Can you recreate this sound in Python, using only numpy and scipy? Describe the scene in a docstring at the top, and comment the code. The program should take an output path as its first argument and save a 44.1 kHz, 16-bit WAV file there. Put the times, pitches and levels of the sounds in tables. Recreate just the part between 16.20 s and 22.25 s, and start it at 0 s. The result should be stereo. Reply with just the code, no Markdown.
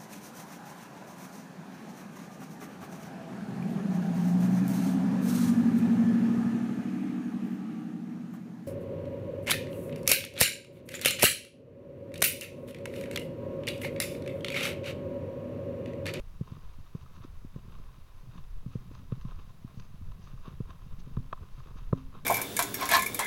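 """Bicycle on a stony climb

Place: a stony trail, ridden uphill; a small two-port camera is clamped to the bicycle, on its frame's mount.
Tyre thuds, pebble ticks, a ringing tube and rolling gravel are blows played on the mount's decaying resonances.
The mount twists, so its resonances reach the right port late or inverted.
Wind on the ports and microphone hiss are coloured noise."""
import sys
import numpy as np
from scipy import signal
from scipy.fft import rfft, irfft, next_fast_len
from scipy.io import wavfile
from scipy.ndimage import uniform_filter1d

SR = 44100
rng = np.random.default_rng(int(sys.argv[2]) if len(sys.argv) > 2 else 0)


def digitize_waveform(pressure):
    """Quantize a signal to 16-bit integers and store it at the path in sys.argv[1].

    Rows of a 2-D input are taken as channels; values are limited to [-1, 1].
    """
    field = np.atleast_2d(pressure).T
    bounded = np.clip(field, -1, 1)
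    quanta = np.round(bounded * 32767).astype(np.int16)
    wavfile.write(sys.argv[1], SR, quanta)


def how_loud(loudness_db):
    """Turn decibels into a plain amplitude multiplier (0 dB gives 1, 20 dB gives 10)."""
    steps = np.asarray(loudness_db, float) / 20
    return 10 ** steps


N = 266805  # length in samples

# resonances of frame and mount, by register; levels are relative within a register:
# pitch_hz, t60_s, left_level_db, right_level_db, right_lag_rad
MOUNT_MODES = { "deep": [(82.7, 0.084, -3, -5, 0.37), (130.1, 0.089, -2, -2, 1.37)],
               "thud": [(121.6, 0.036, -16, -28, 0.32), (157, 0.024, 0.5, -5.5, 1.62),
               (200, .020, 0.5, -6.5, 2.63)], "knock": [(269, 0.021, 6, 4, 2.99),
               (355, 0.031, -7.5, -3, 3.66), (464.4, 0.022, -8.5, -4, 4.26), (560, 0.028, -14, -15, 4.3)],
               "rattle": [(657, 0.016, -15, -14, 4.3), (785, 0.034, -10, -11, 3.28),
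               (1035, 0.025, -2.5, -2, 2.37), (1139, 0.013, -4, 1, 2.45), (1262, .016, -2, -3.5, 2.43),
               (1414, .012, -11.5, -6, 2.78)], "grit": [(1620, 0.0081, -0.5, 0.5, 2.65),
               (2000, 0.0056, -5.5, -7, 2.76), (2320, 0.0077, -2.5, -1.5, 2.87),
               (2662, 0.007, -4.5, -1, 2.35), (3170, 0.0053, -0.5, -1.5, 2.57),
               (3717, 0.0098, -11.5, -9, 1.71)], "fizz": [(4240, 0.0049, 6, -6, 3),
               (4875, 0.0086, -0.5, -3, 4.45), (5760, 0.006, -5, -2, 7.65), (6310, 0.005, -1, -1.5, 7.2)],
               "tube": [(263.7, 0.5, -0.5, 0, 1.8), (274.6, .25, -7, -13, 2.5)], }
# time constant with which each register builds up; rubber loads slowly, stone at once: rise_s
REGISTER_RISE_S = {"deep": .006, "thud": .012, "knock": .0015, "rattle": .0005, "grit": .0002, "fizz":
                   .0002, "tube": .008}
# a tyre hits a stone, peaks before scatter: start_s, thud_level_db, deep_level_db, knock_level_db, left_minus_right_db
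STONE_HITS = [(0.208, -21.5, -44, -41, -3.5), (0.317, -31, -69, -69, -2.5), (0.583, -42.5, -42.5, -73, 2.5),
              (0.747, -26, -59, -60, 0), (0.812, -52, -39.5, -65, 0), (0.971, -41, -65, -70, -2),
              (1.046, -44, -61, -45, 5.5), (1.245, -36.5, -44.5, -50, 5), (1.357, -29.5, -60, -57, 2.5),
              (1.492, -47, -48.5, -77, 6), (1.596, -41.5, -53, -64, 1), (1.78, -44.5, -62, -78, 3),
              (2.069, -44.5, -41, -71, -1), (2.186, -47, -45.5, -72, -3), (2.46, -26.5, -39, -75, -3),
              (2.552, -22.5, -39, -40, -3), (2.71, -48, -50, -49, 6), (2.793, -41.5, -49, -67, -8),
              (2.92, -21, -37, -34.5, -3), (2.974, -38, -63, -63, -1), (3.048, -28.5, -44, -74, -3),
              (3.186, -48.5, -62, -58, 6), (3.444, -31, -41, -74, 4), (3.57, -36, -46, -72, -5.5),
              (3.738, -41.5, -72, -63, -4), (3.811, -44, -45.5, -89, 14.5), (4.132, -38, -47.5, -78, -1),
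              (4.276, -33, -58, -45.5, -0.5), (4.401, -24, -42.5, -47, 1.5), (4.49, -45, -49, -58, 5.5),
              (4.723, -44, -47, -61, -1), (4.782, -39, -55, -71, -1), (4.871, -35, -43, -52, -1.5),
              (4.969, -20.5, -24, -40.5, -4), (4.999, -35.5, -54, -62, 2.5), (5.125, -37.5, -74, -43, -3),
              (5.209, -56, -41, -60, 3), (5.376, -52, -44, -66, 2), (5.458, -47, -50, -49, -2),
              (5.554, -35, -48, -64, -1.5), (5.726, -15.5, -34, -52, 4.5), (5.88, -48, -45, -72, -2),
              (5.966, -38, -46.5, -70, -2.5)]
# pebbles clatter on the frame, peaks of the first touch before scatter:
# start_s, rattle_level_db, grit_level_db, fizz_level_db, knock_level_db
PEBBLE_HITS = [(0.274, -46, -70, -73, -51.5), (0.318, -53, -58, -60, -47.5), (0.366, -49.5, -58, -67, -53),
               (0.749, -51, -67, -70, -41.5), (0.861, -49.5, -60, -72, -65),
               (1.358, -52.5, -68, -68, -40.5), (1.552, -50, -54, -71, -76), (1.585, -51, -71, -61, -61),
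               (2.179, -49.5, -50, -64, -71), (2.459, -56, -72, -73, -50), (2.75, -46, -52, -54.5, -70),
               (2.921, -44, -48, -73, -39), (3.012, -51.5, -47.5, -62, -70), (3.05, -51, -60, -66, -81),
               (3.085, -47, -57, -71, -57), (3.118, -46.5, -58, -70, -51.5), (3.194, -50, -56, -70, -54),
               (3.598, -51, -45.5, -49.5, -78), (3.918, -52, -53.5, -62, -63),
               (4.071, -49.5, -67, -76, -66), (4.175, -53, -65, -69, -70), (4.253, -47, -61, -68, -54),
               (4.403, -51, -63, -73, -37.5), (4.453, -51, -70, -74, -56), (4.505, -41, -47.5, -55.5, -69),
               (4.968, -38.5, -52.5, -68, -52), (5.128, -23, -37.5, -56, -61),
               (5.175, -47.5, -66.5, -65, -65), (5.23, -49, -65, -74, -50), (5.401, -46, -57, -71, -62),
               (5.559, -59, -66, -65, -52), (5.727, -26.5, -53, -71, -19.5), (5.775, -57, -52, -65, -54)]
# level lost at each further touch of a pebble, by register: loss_db
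TOUCH_LOSS_DB = {"rattle": 16, "grit": 5, "fizz": 2.5}
# a long tube rings on after some blows, peaks before scatter: start_s, level_db
TUBE_RINGS = [(2.462, -56.5), (2.788, -57), (4.871, -61), (4.969, -54), (5.729, -43)]
# rumble of rolling over loose ground, before the shares below: time_s, level_db
ROLL_LEVEL = [(0.0, -63), (0.35, -51), (0.57, -67), (0.72, -63), (0.96, -52), (1.23, -60.5), (1.48, -50.5),
              (1.79, -62), (2.0, -63), (2.16, -51.5), (2.34, -62.5), (2.71, -50), (3.52, -58),
              (3.66, -52.5), (4.92, -55), (5.29, -58), (5.64, -53.5), (6.05, -50)]
# bumps of loose ground: rate_per_s, size_scatter_db, {register: share_db}
GROUND_BUMPS = [(196.9, 3, {"deep": 0, "thud": -4, "knock": -6}),
                (1298, 3, {"rattle": -6.5, "grit": -3.04}), (5000, 3.5, {"fizz": -3})]
# steady gravel under the tyres, before wander and the shares above: level_db
GRAVEL_BED_DB = {"crunch": -63.5, "fizz": -78}
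# patches of gravel slip under a tyre, peaks before the shares above: peak_s, fall_s, crunch_level_db, fizz_level_db
GRAVEL_SLIPS = [(0.0, 0.014, -67.5, -79), (.33, .2, -63.5, -75), (.45, 0.075, -57, -76),
                (.6, 0.025, -62, -75.5), (.76, .03, -58, -75), (.82, .03, -60, -72),
                (0.959, .03, -52, -70.5), (1.039, 0.022, -51.5, -67), (1.37, 0.028, -65, -79),
                (1.53, 0.15, -56, -75.5), (2.17, .06, -56.5, -70.5), (2.54, 0.085, -58, -71),
                (2.76, 0.098, -60, -71), (2.93, 0.012, -54, -84), (3.02, 0.015, -71, -68),
                (3.1, 0.046, -53.5, -74), (3.2, 0.071, -56.5, -70.5), (3.489, 0.03, -54.5, -84),
                (3.61, 0.09, -62.5, -72.5), (4.04, 0.036, -70, -65), (4.08, 0.08, -58, -72),
                (4.268, 0.043, -46, -68), (4.5, 0.036, -49.5, -84), (4.72, 0.019, -54.5, -80.5),
                (4.799, 0.013, -58, -61.5), (4.889, 0.05, -57.5, -76), (5.0, .06, -66, -74),
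                (5.23, .04, -54, -79), (5.39, 0.074, -58.5, -70), (5.48, .04, -51.5, -75),
                (5.582, 0.03, -49, -66.5), (5.78, 0.054, -53, -71), (5.951, 0.027, -46, -76)]
# mean strength of the wind on the ports: time_s, level_db
WIND_LEVEL = [(0.0, -37), (0.37, -53.5), (0.47, -40), (0.71, -49.5), (1.08, -52), (1.11, -36), (1.43, -52),
              (1.7, -36), (1.77, -46.5), (2.16, -49.5), (2.37, -36), (2.53, -46), (3.15, -38.5),
              (3.2, -37.5), (3.39, -51.5), (3.84, -44), (3.89, -37), (4.04, -46), (4.52, -42),
              (4.57, -52.5), (4.65, -35.5), (5.26, -47), (5.66, -33.5), (6.05, -50)]
# relative spectrum of the wind: pitch_hz, density_db_per_hz
WIND_SPECTRUM = [(8, 3.5), (18, 0), (30, 0.5), (50, -14.5), (80, -11), (200, -38.5), (500, -81)]
# relative spectrum of the microphone hiss: pitch_hz, density_db_per_hz
HISS_SPECTRUM = [(100, 8), (500, 11.5), (2000, 3.5), (5000, -2.5), (7000, -6), (9000, -8.5), (10500, -4.5),
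                 (15500, -7)]

HIT_SCATTER_DB = 2  # how unevenly one hard blow reaches the modes
TYRE_LAG_S = 0.0017  # the rubber gives way before the frame takes the load
LARGEST_QUANTILE = 0.997  # the rarest, largest bumps are capped at this quantile
SLIP_RISE_SHARE = 0.73  # rise time of a slip as a share of its fall time
BED_WANDER_PER_S, BED_WANDER_DB = 30, 1.5
BUFFETS_PER_S, BUFFET_DB = 16, 3  # how fast and how far the wind flutters about its mean
HISS_DB = -66.5


def thuds():
    """A stone under the tyre shakes the lower registers."""
    start_s, thud_db, deep_db, knock_db, pan_db = np.transpose(STONE_HITS)
    late_s = start_s + TYRE_LAG_S
    knock = strike("knock", start_s, knock_db, pan_db, HIT_SCATTER_DB)
    thud = strike("thud", late_s, thud_db, pan_db, 1.0)
    deep = strike("deep", late_s, deep_db, pan_db)
    return knock + thud + deep


def ticks():
    """Hard contacts reach the upper registers; each pebble touches again, weaker, within 8 ms."""
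    start_s, rattle_db, grit_db, fizz_db, knock_db = np.transpose(PEBBLE_HITS)
    levels = {"rattle": rattle_db, "grit": grit_db, "fizz": fizz_db}
    out = strike("knock", start_s, knock_db, scatter_db=HIT_SCATTER_DB)
    for touch, gap in enumerate(rng.random((len(start_s), 4)).T):
        touch_s = start_s + 0.0017 * touch * (0.5 + gap)
        for register, level_db in levels.items():
            touch_db = level_db - TOUCH_LOSS_DB[register] * touch
            out += strike(register, touch_s, touch_db, scatter_db=HIT_SCATTER_DB)
    return out


def tube_rings():
    """A long tube of the frame rings on after some blows."""
    start_s, level_db = np.transpose(TUBE_RINGS)
    return strike("tube", start_s, level_db, scatter_db=HIT_SCATTER_DB)


def rolling():
    """Dense bumps of uneven size play the same resonances, each mode pushed either way."""
    (rumble_db,) = columns(ROLL_LEVEL)
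    grit_db, crunch_db, fizz_db = gravel_levels()
    # the middle register feels both the big stones and the gravel
    knock_db = 0.44 * rumble_db + 0.67 * crunch_db
    levels = {"deep": rumble_db, "thud": rumble_db, "knock": knock_db,
              "rattle": crunch_db, "grit": grit_db, "fizz": fizz_db}
    out = np.zeros((2, N))
    length = next_fast_len(N, True)
    for rate, scatter_db, shares in GROUND_BUMPS:
        place, luck = rng.random((2, int(rate * N / SR)))
        # sizes spread exponentially in dB
        size = how_loud(-scatter_db * np.log(1 - np.minimum(luck, LARGEST_QUANTILE)))
        for register, share_db in shares.items():
            ring = response(register)
            force = np.zeros((ring.shape[1], length))
            push = rng.choice([-1, 1], (len(force), len(size)))
            force[:, (place * N).astype(int)] = size * push
            # convolve each mode's force with its ring, then add the modes
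            spectrum = (rfft(force) * rfft(ring, length)).sum(axis=1)
            sound = irfft(spectrum, length)[:, :N]
            out += unit(sound) * how_loud(levels[register] + share_db)
    return out


def gravel_levels():
    """Levels in dB of grit, crunch and fizz: a wandering bed, swelling at every slip."""
    peak_s, fall_s, crunch_db, fizz_db = np.transpose(GRAVEL_SLIPS)[:, :, None]
    # time from each peak in fall times, every 64 samples
    after = (np.arange(0, N, 64) / SR - peak_s) / np.maximum(fall_s, 0.005)
    swell = np.exp(-2 * np.where(after > 0, after, -after / SLIP_RISE_SHARE))
    wander_db = BED_WANDER_DB * walk(BED_WANDER_PER_S)

    def level(slip_db, bed_db):
        """Adds the powers of slips and bed."""
        slips = np.repeat((how_loud(2 * slip_db) * swell).sum(axis=0), 64)[:N]
        return 10 * np.log10(slips + how_loud(2 * (bed_db + wander_db)))

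    crunch = level(crunch_db, GRAVEL_BED_DB["crunch"])
    fizz = level(fizz_db, GRAVEL_BED_DB["fizz"])
    # the register between crunch and fizz follows both
    grit = 0.5 * fizz + 0.5 * crunch - 1.5
    return grit, crunch, fizz


def wind():
    """Slow pressure swings that flutter in strength, nearly alike at both ports, a little stronger on the left."""
    (mean_db,) = columns(WIND_LEVEL)
    flutter_db = BUFFET_DB * walk(BUFFETS_PER_S)
    side_db = np.array([[1.3], [-1.3]])
    return pair(WIND_SPECTRUM, alike=0.9) * how_loud(mean_db + flutter_db + side_db)


def hiss():
    """Steady coloured noise of the microphones, partly shared by the channels."""
    return how_loud(HISS_DB) * pair(HISS_SPECTRUM, alike=0.37)


def strike(register, start_s, peak_db, pan_db=0, scatter_db=5.0):
    """Blows at given times ring a register; each reaches the modes a little differently."""
    ring = response(register)
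    scatter = scatter_db * rng.standard_normal((len(start_s), ring.shape[1]))
    gains = how_loud(peak_db[:, None] + scatter)
    sides = how_loud(np.outer(pan_db + 0 * start_s, [0.5, -0.5]))
    out = np.zeros((2, N + SR))
    for start, gain, side in zip((start_s * SR).astype(int), gains, sides):
        out[:, start:start + ring.shape[2]] += side[:, None] * (gain @ ring)
    return out[:, :N]


def response(register):
    """Ring of each mode of a register at both ports: a sine that builds up, then dies away."""
    pitch_hz, t60_s, left_db, right_db, lag_rad = np.array(MOUNT_MODES[register]).T[:, :, None]
    t = np.arange(int(1.2 * t60_s.max() * SR)) / SR
    rise = (1 - np.exp(-t / REGISTER_RISE_S[register])) ** 2
    decay = np.exp(-np.log(1000) * t / t60_s)
    phase = 2 * np.pi * pitch_hz * t
    left = how_loud(left_db) * np.sin(phase)
    right = how_loud(right_db) * np.sin(phase - lag_rad)
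    ring = np.array([left, right]) * rise * decay
    if register not in ("deep", "thud"):
        # neighbouring bending modes swing in opposite directions at the mount
        ring *= (-1) ** np.arange(len(pitch_hz))[:, None]
    # the summed modes, averaged over the ports, peak at 1
    return ring / np.abs(ring.sum(axis=1).mean(axis=0)).max()


def pair(colour, alike):
    """Two coloured noises, mixed from mid and side so that their correlation is near 'alike'."""
    hz = np.arange(1, N // 2 + 2) * SR / N
    colour_hz, colour_db = np.transpose(colour)
    gain = how_loud(np.interp(np.log(hz), np.log(colour_hz), colour_db))
    mid, side = irfft(rfft(rng.standard_normal((2, N))) * gain, N)
    return unit(np.sqrt(1 + alike) * mid + np.sqrt(1 - alike) * side * np.array([[1], [-1]]))


def walk(rate):
    """Random levels held 1 / rate s and smoothed twice over that time; spread near 1."""
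    hold = int(SR / rate)
    steps = np.repeat(rng.standard_normal(400), hold)[:N]
    return 1.3 * uniform_filter1d(uniform_filter1d(steps, hold), hold)


def columns(table):
    """Each column of a curve over time, interpolated sample by sample."""
    time_s, *values = np.transpose(table)
    return [np.interp(np.arange(N) / SR, time_s, v) for v in values]


def unit(x):
    """Scales so that the mean of both channels has rms 1."""
    return x / np.sqrt(np.mean(x.mean(axis=0) ** 2))


def scene():
    """Everything that shakes the camera, and the wind on its ports."""
    return thuds() + ticks() + tube_rings() + rolling() + wind()


def band_limit(x):
    """A steep low-pass at the top of the band."""
    return signal.sosfilt(signal.butter(12, 16630, fs=SR, output="sos"), x)


def record(dry):
    """Adds the microphone hiss to what reaches the ports."""
    mix = dry + hiss()
    return band_limit(mix)


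dry = scene()
out = record(dry)
digitize_waveform(out)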